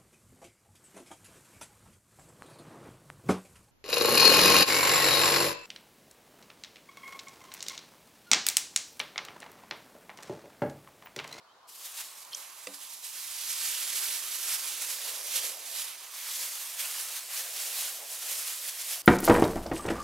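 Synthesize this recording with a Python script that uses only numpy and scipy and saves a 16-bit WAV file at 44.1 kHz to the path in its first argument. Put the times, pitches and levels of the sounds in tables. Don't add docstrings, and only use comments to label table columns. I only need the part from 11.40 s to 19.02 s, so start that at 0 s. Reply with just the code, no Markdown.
import sys
import numpy as np
from scipy import signal
from scipy.fft import rfft, irfft, next_fast_len
from scipy.io import wavfile
from scipy.ndimage import uniform_filter1d, map_coordinates

SR = 44100
rng = np.random.default_rng(int(sys.argv[2]) if len(sys.argv) > 2 else 0)


def dump_mix(stems):
    frames = np.atleast_2d(stems).T
    limited = np.clip(frames, -1, 1)
    pcm = np.round(limited * 32767).astype(np.int16)
    wavfile.write(sys.argv[1], SR, pcm)


def invert_db(x):
    u = np.asarray(x, float) / 20
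    return 10 ** u


N = 336042


def unit(x):
    return x / np.sqrt(np.mean(x ** 2) + 1e-20)


def along(points, hz):
    f_hz, value = np.transpose(points)
    return np.interp(np.log(hz + 1), np.log(f_hz + 1), value)


def curves(rows):
    t_s, *columns = np.transpose(rows)
    return [np.interp(np.arange(N) / SR, t_s, column) for column in columns]


def wobble(knots_per_s):
    knots = rng.standard_normal(int(N * knots_per_s / SR) + 4)
    return map_coordinates(knots, [np.arange(N) * knots_per_s / SR])


def filtered(x, response):
    m = next_fast_len(N + 8192)
    return irfft(rfft(x, m) * response(np.fft.rfftfreq(m, 1 / SR)), m)[..., :N]


def spread(pair, alike, colour):
    def mid_side_gain(hz):
        turn_rad = np.arccos(np.clip(along(alike, hz), -1, 1)) / 2
        return colour(hz) * np.array([np.cos(turn_rad), np.sin(turn_rad)])

    mid, side = filtered(pair, mid_side_gain)
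    return unit(np.array([mid + side, mid - side]))


def patchy(x, depth_db):
    z = signal.stft(x, nperseg=512)[2]
    field = uniform_filter1d(rng.standard_normal(z.shape[1:]), size=7, axis=0)
    field = uniform_filter1d(field, size=12, axis=1)
    return signal.istft(z * invert_db(depth_db * unit(field)), nperseg=512)[1][:, :N]


def swells(steady, events):
    t = np.arange(0, N, 96) / SR
    peak_s, db, rise_s, fall_s = np.transpose(events)[:, :, None]
    swell_db = db - 10 * np.where(t < peak_s, (peak_s - t) / rise_s, (t - peak_s) / fall_s)
    power = np.sum(invert_db(2 * swell_db), axis=0) + invert_db(2 * np.interp(t, *np.transpose(steady)))
    return np.interp(np.arange(N) / SR, t, 10 * np.log10(power))


def grains(per_s, scatter_db, hiss):
    keep, when, size, sign = rng.random((60000, 4)).T
    kept = keep < per_s * 2 * N / SR / len(keep)
    size_db = scatter_db * np.minimum(-np.log(size + 1e-9), 4)
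    blow = kept * invert_db(size_db) * (sign - .5)
    snaps = unit(np.bincount((when * 2 * N).astype(int), blow, 2 * N).reshape(2, N))
    hiss = np.clip(hiss, 0, 1)
    return np.sqrt(1 - hiss) * snaps + np.sqrt(hiss) * rng.standard_normal((2, N))


def add(out, s, hz, db, t60_s, rise_s):
    t = np.arange(SR // 2) / SR
    envelope = invert_db(db - 60 * t / t60_s) * (1 - np.exp(-t / rise_s))
    out[round(s * SR):][:len(t)] += envelope * np.sin(2 * np.pi * hz * t)


# f/Hz, level/dB per Hz
TRAFFIC = [(25, -52), (90, -37), (240, -22), (450, -16), (700, -10.5), (900, -4.5), (1100, -2), (1400, -11),
           (2000, -17.5), (2700, -20.5), (4200, -17.5), (6000, -24), (15500, -36)]
# t/s, level/dB
ROAD = [(0, -59.5), (1.2, -57.5), (2.5, -63), (4.5, -61), (7.62, -71.5)]
# f/Hz, likeness/1
ROAD_ALIKE = [(30, .1), (100, 0.46), (300, 0.78), (1000, 0.56), (3000, 0.2), (10000, 0.12)]


def traffic():
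    level_db, = curves(ROAD)
    noise = patchy(rng.standard_normal((2, N)), depth_db=1.6)
    roar = spread(noise, ROAD_ALIKE, lambda hz: invert_db(along(TRAFFIC, hz)))
    return roar * invert_db(level_db + 0.27 * wobble(4.15))


# f/Hz, level/dB per Hz
BREEZE = [(20, -15), (60, 1), (110, 1), (200, -0.5), (350, -28)]


def breeze():
    level_db, lull_db, lulls_per_s = -85.5, 1.8, 9
    noise = rng.standard_normal((2, N))
    rumble = spread(noise, [(30, .1), (200, 0.7)], lambda hz: invert_db(along(BREEZE, hz)) * (hz < 400))
    return rumble * invert_db(level_db - lull_db * wobble(lulls_per_s) ** 2 + 1.5 * wobble(11))


# t/s, half length/s, f/Hz, glide/(Hz/s), level/dB
CHIRPS = [
    (.10, .03, 3100, 2500, -67),
    (.05, .04, 4150, -2000, -76),
    (.13, .025, 3850, -4000, -74),
    (.232, .007, 5100, 0, -69),
    (.22, .01, 3000, 0, -72),
    (.25, .03, 4150, 3000, -75),
]


def bird():
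    t = np.arange(N) / SR
    out = np.zeros(N)
    for s, half_s, hz, glide, db in CHIRPS:
        dt = t - s
        out += invert_db(db) * np.exp(-(dt / half_s) ** 2) * np.sin(2 * np.pi * (hz + glide * dt / 2) * dt)
    return out


# t/s, level/dB
SETTLING = [(.3, -68), (1.2, -75), (2.2, -68), (4.7, -71), (5.3, -66), (7.62, -63)]
# peak t/s, level/dB, 10 dB rise/s, 10 dB fall/s
SLIDES = [(.64, -64, .3, .06), (.95, -65, .08, .25), (1.284, -48, .008, .03), (2.57, -59, .3, .6),
          (3.74, -50, .35, .3), (4.04, -48, .13, .26), (5.03, -56, .05, .15), (5.42, -59, .07, .4),
          (6.02, -54, .1, .17), (6.29, -53.5, .2, .12), (6.52, -55, .4, .06), (6.62, -51, .06, .1),
          (6.72, -53, .03, .05), (6.94, -54.5, .2, .13), (7.29, -56.5, .2, .07), (7.56, -54, .1, .08)]
# f/Hz, width/Hz, level/dB
HOLLOW = [
    (390, 150, -3),
    (543, 153, -2),
    (673, 140, 0),
]
# t/s, smallness/1 (0 large, 1 small)
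OPENING = [(0, 0.73), (2, 0.19), (3.2, 0.22), (3.5, .5), (3.9, .5), (4.1, 0.49), (4.3, 0.81), (4.6, 0.28),
           (5.8, 0.72), (6.3, 0.63), (6.6, 0.77), (7.2, 0.48), (7.55, .9)]


def crumbs():
    level_db = swells(SETTLING, SLIDES)
    small, = curves(OPENING)
    slide = spread(grains(per_s=900, scatter_db=1.5, hiss=0.53), [(300, 0.94)],
                   lambda f: f ** 2 / (f ** 2 + 300 ** 2) * (f < 3000))
    hush = np.zeros((2, N))
    for k, (c, w, db) in enumerate(HOLLOW):
        weight = np.sqrt(np.clip(1 - abs(2 * np.clip(small, 0, 1) - k), 0, 1))
        ring = filtered(slide, lambda f: 1j * f * w / (c * c - f * f + 1j * f * w))
        hush += weight * invert_db(db) * unit(ring)
    return hush * invert_db(level_db - 2.5 + 0.5 * wobble(12)) * invert_db([[-.9], [.9]])


# t/s, level/dB
GRIP = [(0.27, -70), (1.55, -57), (2.1, -36), (3.6, -70), (4.6, -70), (5.2, -48), (7.62, -70)]
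# peak t/s, level/dB, 10 dB rise/s, 10 dB fall/s
LIFTING = [(0.292, -50.0, 0.014, 0.025), (0.357, -48.5, 0.043, 0.066), (0.463, -42.0, 0.079, 0.051),
           (0.588, -43.0, 0.033, 0.17), (0.612, -39.0, 0.088, 0.011), (0.777, -47.0, 0.019, 0.051),
           (0.829, -52.0, 0.057, 0.008), (0.991, -45.0, 0.102, 0.111), (1.247, -50.0, 0.266, 0.234),
           (1.345, -45.5, 0.019, 0.033), (1.433, -45.0, 0.046, 0.13), (1.528, -45.5, 0.035, 0.084)]
# peak t/s, level/dB, 10 dB rise/s, 10 dB fall/s
UNFOLDING = [(1.644, -41.5, 0.021, 0.105), (1.778, -41.5, 0.099, 0.51), (2.111, -36.0, 0.015, 0.039),
             (2.252, -33.0, 0.076, 0.402), (2.431, -36.5, 0.005, 0.008), (2.495, -37.0, 0.038, 0.106),
             (2.566, -33.5, 0.034, 0.101), (2.615, -35.0, 0.005, 0.422), (2.726, -36.5, 0.007, 0.059),
             (2.957, -36.0, 0.043, 0.009), (3.145, -32.5, 0.197, 0.036), (3.29, -36.5, 0.315, 0.291),
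             (3.418, -32.5, 0.011, 0.039), (3.505, -33.5, 0.032, 0.058), (3.695, -37.0, 0.287, 0.111),
             (3.758, -39.0, 0.017, 0.044), (3.96, -30.5, 0.009, 0.046), (3.979, -32.5, 0.154, 0.031),
             (4.048, -34.0, 0.054, 0.109), (4.261, -42.5, 0.015, 0.107), (4.386, -36.0, 0.144, 0.157),
             (4.647, -47.5, 0.041, 0.019)]
# peak t/s, level/dB, 10 dB rise/s, 10 dB fall/s
SHAKING = [(4.75, -43.5, 0.048, 0.468), (4.884, -39.5, 0.026, 0.43), (5.002, -38.0, 0.253, 0.434),
           (5.395, -35.5, 0.011, 0.192), (5.609, -36.0, 0.099, 0.043), (5.766, -37.0, 0.166, 0.059),
           (5.977, -34.0, 0.087, 0.095), (6.214, -36.0, 0.179, 0.121), (6.276, -38.5, 0.022, 0.027),
           (6.415, -34.0, 0.182, 0.176), (6.725, -39.0, 0.053, 0.092), (6.828, -40.0, 0.018, 0.016),
           (6.911, -35.0, 0.108, 0.131), (6.988, -37.0, 0.034, 0.09), (7.071, -36.5, 0.041, 0.245),
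           (7.224, -43.5, 0.075, 0.458), (7.292, -36.0, 0.046, 0.014), (7.421, -37.0, 0.046, 0.008),
           (7.53, -34.5, 0.113, 0.084)]
# peak t/s, level/dB, 10 dB rise/s, 10 dB fall/s
SNAPS = [
    (.85, -47, .003, .005),
    (4.388, -40, .012, .015),
    (4.422, -41, .008, .01),
    (5.405, -35, .012, .025),
]
# t/s, small creases/dB, large creases/dB, left-right/dB
HOLD = [(.24, -.5, -7, 0), (.6, -.5, 2, -.7), (.8, -.5, 0, -3), (1.1, .5, 7, -4.5), (1.5, .8, -4, -4.3),
        (1.9, -.5, -3.5, -4), (2.3, -.5, -2, -3.5), (2.7, .8, .5, -4), (3.5, .3, .5, -2.8),
        (4.3, 0, -2.5, -3.8), (4.62, -.5, 6.5, -3.2), (4.95, .5, 0, -1.5), (5.35, 1, 3, -2),
        (5.85, 0, 2.5, -1.8), (6.3, 0, 0, -1.7), (6.7, 1.3, 2, -1.7), (7.62, .5, -.5, -2)]
# f/Hz, level/dB per Hz
FILM = [(60, -70), (200, -38), (330, -26), (500, -18.5), (800, -12), (1070, -8), (1390, -7.5), (2140, -3.5),
        (3000, -1.5), (7270, 0.5), (12400, 0), (14500, -4.5), (15800, -7.5)]
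# f/Hz, likeness/1
FILM_ALIKE = [(300, 0.92), (1000, 0.85), (2400, .93), (5000, 0.8), (9000, 0.84), (15000, 0.79)]
# f/Hz, phase/rad
LEAD_CENTRE = [(1500, 0), (5080, .12), (7750, -.3), (10100, -.12), (15100, -.5)]
# f/Hz, phase/rad
LEAD_ASIDE = [(1500, 0), (5500, -.35), (7750, -1.15), (11300, -1.1), (14200, -1.8), (15900, -2)]


def bag():
    effort_db = swells(GRIP, LIFTING + UNFOLDING + SHAKING + SNAPS)
    small_db, large_db, pan_db = curves(HOLD)
    effort_db = uniform_filter1d(effort_db, size=SR // 300)
    large_db -= 0.26 * (effort_db - uniform_filter1d(effort_db, size=SR // 5))

    bands_log2_hz = np.log2(np.geomspace(1200, 13000, num=5))
    film = np.zeros((2, N))
    for k, tilt_db in enumerate([large_db, large_db / 2, 0, small_db / 2, small_db]):
        share = lambda hz: np.sqrt(np.interp(np.log2(hz + 1), bands_log2_hz, np.arange(5) == k))
        creases = grains(per_s=3900, scatter_db=2.4, hiss=.67)
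        film += filtered(creases, share) * invert_db(tilt_db)
    film = spread(patchy(film, depth_db=1.02), FILM_ALIKE, lambda hz: invert_db(along(FILM, hz)))

    lead_rad = lambda hz: np.array([along(LEAD_CENTRE, hz), along(LEAD_ASIDE, hz)])
    centre, aside = filtered(film[0], lambda hz: np.exp(1j * lead_rad(hz)))
    shift = np.clip((-pan_db - 2.5) / 0.82, 0, 1)
    film[0] = (1 - shift) * centre + shift * aside

    grab_s, fade_s = .268, .012
    lifted = np.clip((np.arange(N) / SR - grab_s) / fade_s, 0, 1)
    clump_db = 0.24 * wobble(30) + 0.65 * wobble(90)
    return film * lifted * invert_db(effort_db + 2.6 + clump_db + np.outer([.5, -.5], pan_db))


# t/s, peak level/dB, f/Hz
TICKS = [(0.7774, -36, 6060), (0.8054, -34, 6740), (0.8324, -39, 11200), (0.8504, -35, 7740),
         (0.9714, -30, 7410), (1.0054, -35, 5250), (1.0444, -34, 11000), (1.0924, -38, 6400),
         (1.0994, -40, 6860), (1.1832, -35, 12000), (1.2374, -37, 10400), (1.2884, -35, 10500),
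         (1.3443, -30, 5030)]


def pops():
    out = np.zeros(N + SR)
    for s, db, hz in TICKS:
        add(out, s, hz, db + 1, t60_s=.0025, rise_s=.00005)
    return out[:N]


# t/s, f/Hz, peak level/dB, t60/s
THUMPS = [
    (.90, 151, -62, 0.064),
    (5.62, 140, -65, 0.089),
]


def landings():
    out = np.zeros(N + SR)
    for s, hz, db, t60_s in THUMPS:
        add(out, s, hz, db, t60_s, rise_s=0.0037)
    return out[:N]


# t/s, f/Hz, peak level/dB, t60/s
CLINKS = [(.921, 3200, -39, .02), (.926, 3120, -39, 0.022), (.9305, 3430, -38, .012),
          (.9315, 4270, -30.5, .018), (.9318, 5500, -34, .016), (.934, 4900, -37, .012),
          (.9368, 3140, -29.5, 0.019), (.9468, 5300, -28, .016), (.9468, 6940, -28, .014),
          (.9468, 6000, -23, .01), (.9488, 5920, -25, .012), (.9488, 6350, -29, .012),
          (.949, 8600, -35, .015), (.949, 3300, -37, .02), (.957, 3300, -44, .02)]


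def lid():
    out = np.zeros(N + SR)
    for s, hz, db, t60_s in CLINKS:
        add(out, s, hz, db, t60_s, rise_s=0.00032)
    return out[:N]


# f/Hz, peak level/dB, t60/s, build-up/s
TUB = [(195, -51.5, 0.23, 0.017), (284, -44, 0.26, 0.02), (406, -46, 0.066, .008), (511, -34, 0.076, .003),
       (554, -39, .05, .003), (725, -46, .035, .003), (1200, -37, 0.032, 0.0017), (2020, -30, 0.02, 0.0016),
       (2380, -30, 0.02, .003), (2670, -20.5, 0.014, 0.0027), (3600, -35, .02, .001),
       (4700, -30, .015, .001), (5360, -37, .012, .001), (7700, -35, .015, .001)]


def tub():
    tap_s = 1.2702
    out = np.zeros(N + SR)
    for hz, db, t60_s, rise_s in TUB:
        add(out, tap_s, hz, db, t60_s, rise_s)
    t = np.arange(SR // 20) / SR
    crack = np.convolve(rng.standard_normal(len(t)), [1, 2, 1, -1, -2, -1], 'same')
    out[round(tap_s * SR):][:len(t)] += invert_db(-47 - 60 * t / 0.026) * crack
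    return out[:N]


def scene():
    background = traffic() + breeze() + bird()
    handling = crumbs() + bag()
    knocks = pops() + landings() + lid() + tub()
    return background + handling + knocks * invert_db([[-.6], [.6]])


def band_limit(x):
    return signal.sosfilt(signal.butter(12, 16390, fs=SR, output="sos"), x)


def record(dry):
    mix = filtered(dry, lambda hz: hz < 15810)
    return band_limit(mix)


dry = scene()
out = record(dry)
dump_mix(out)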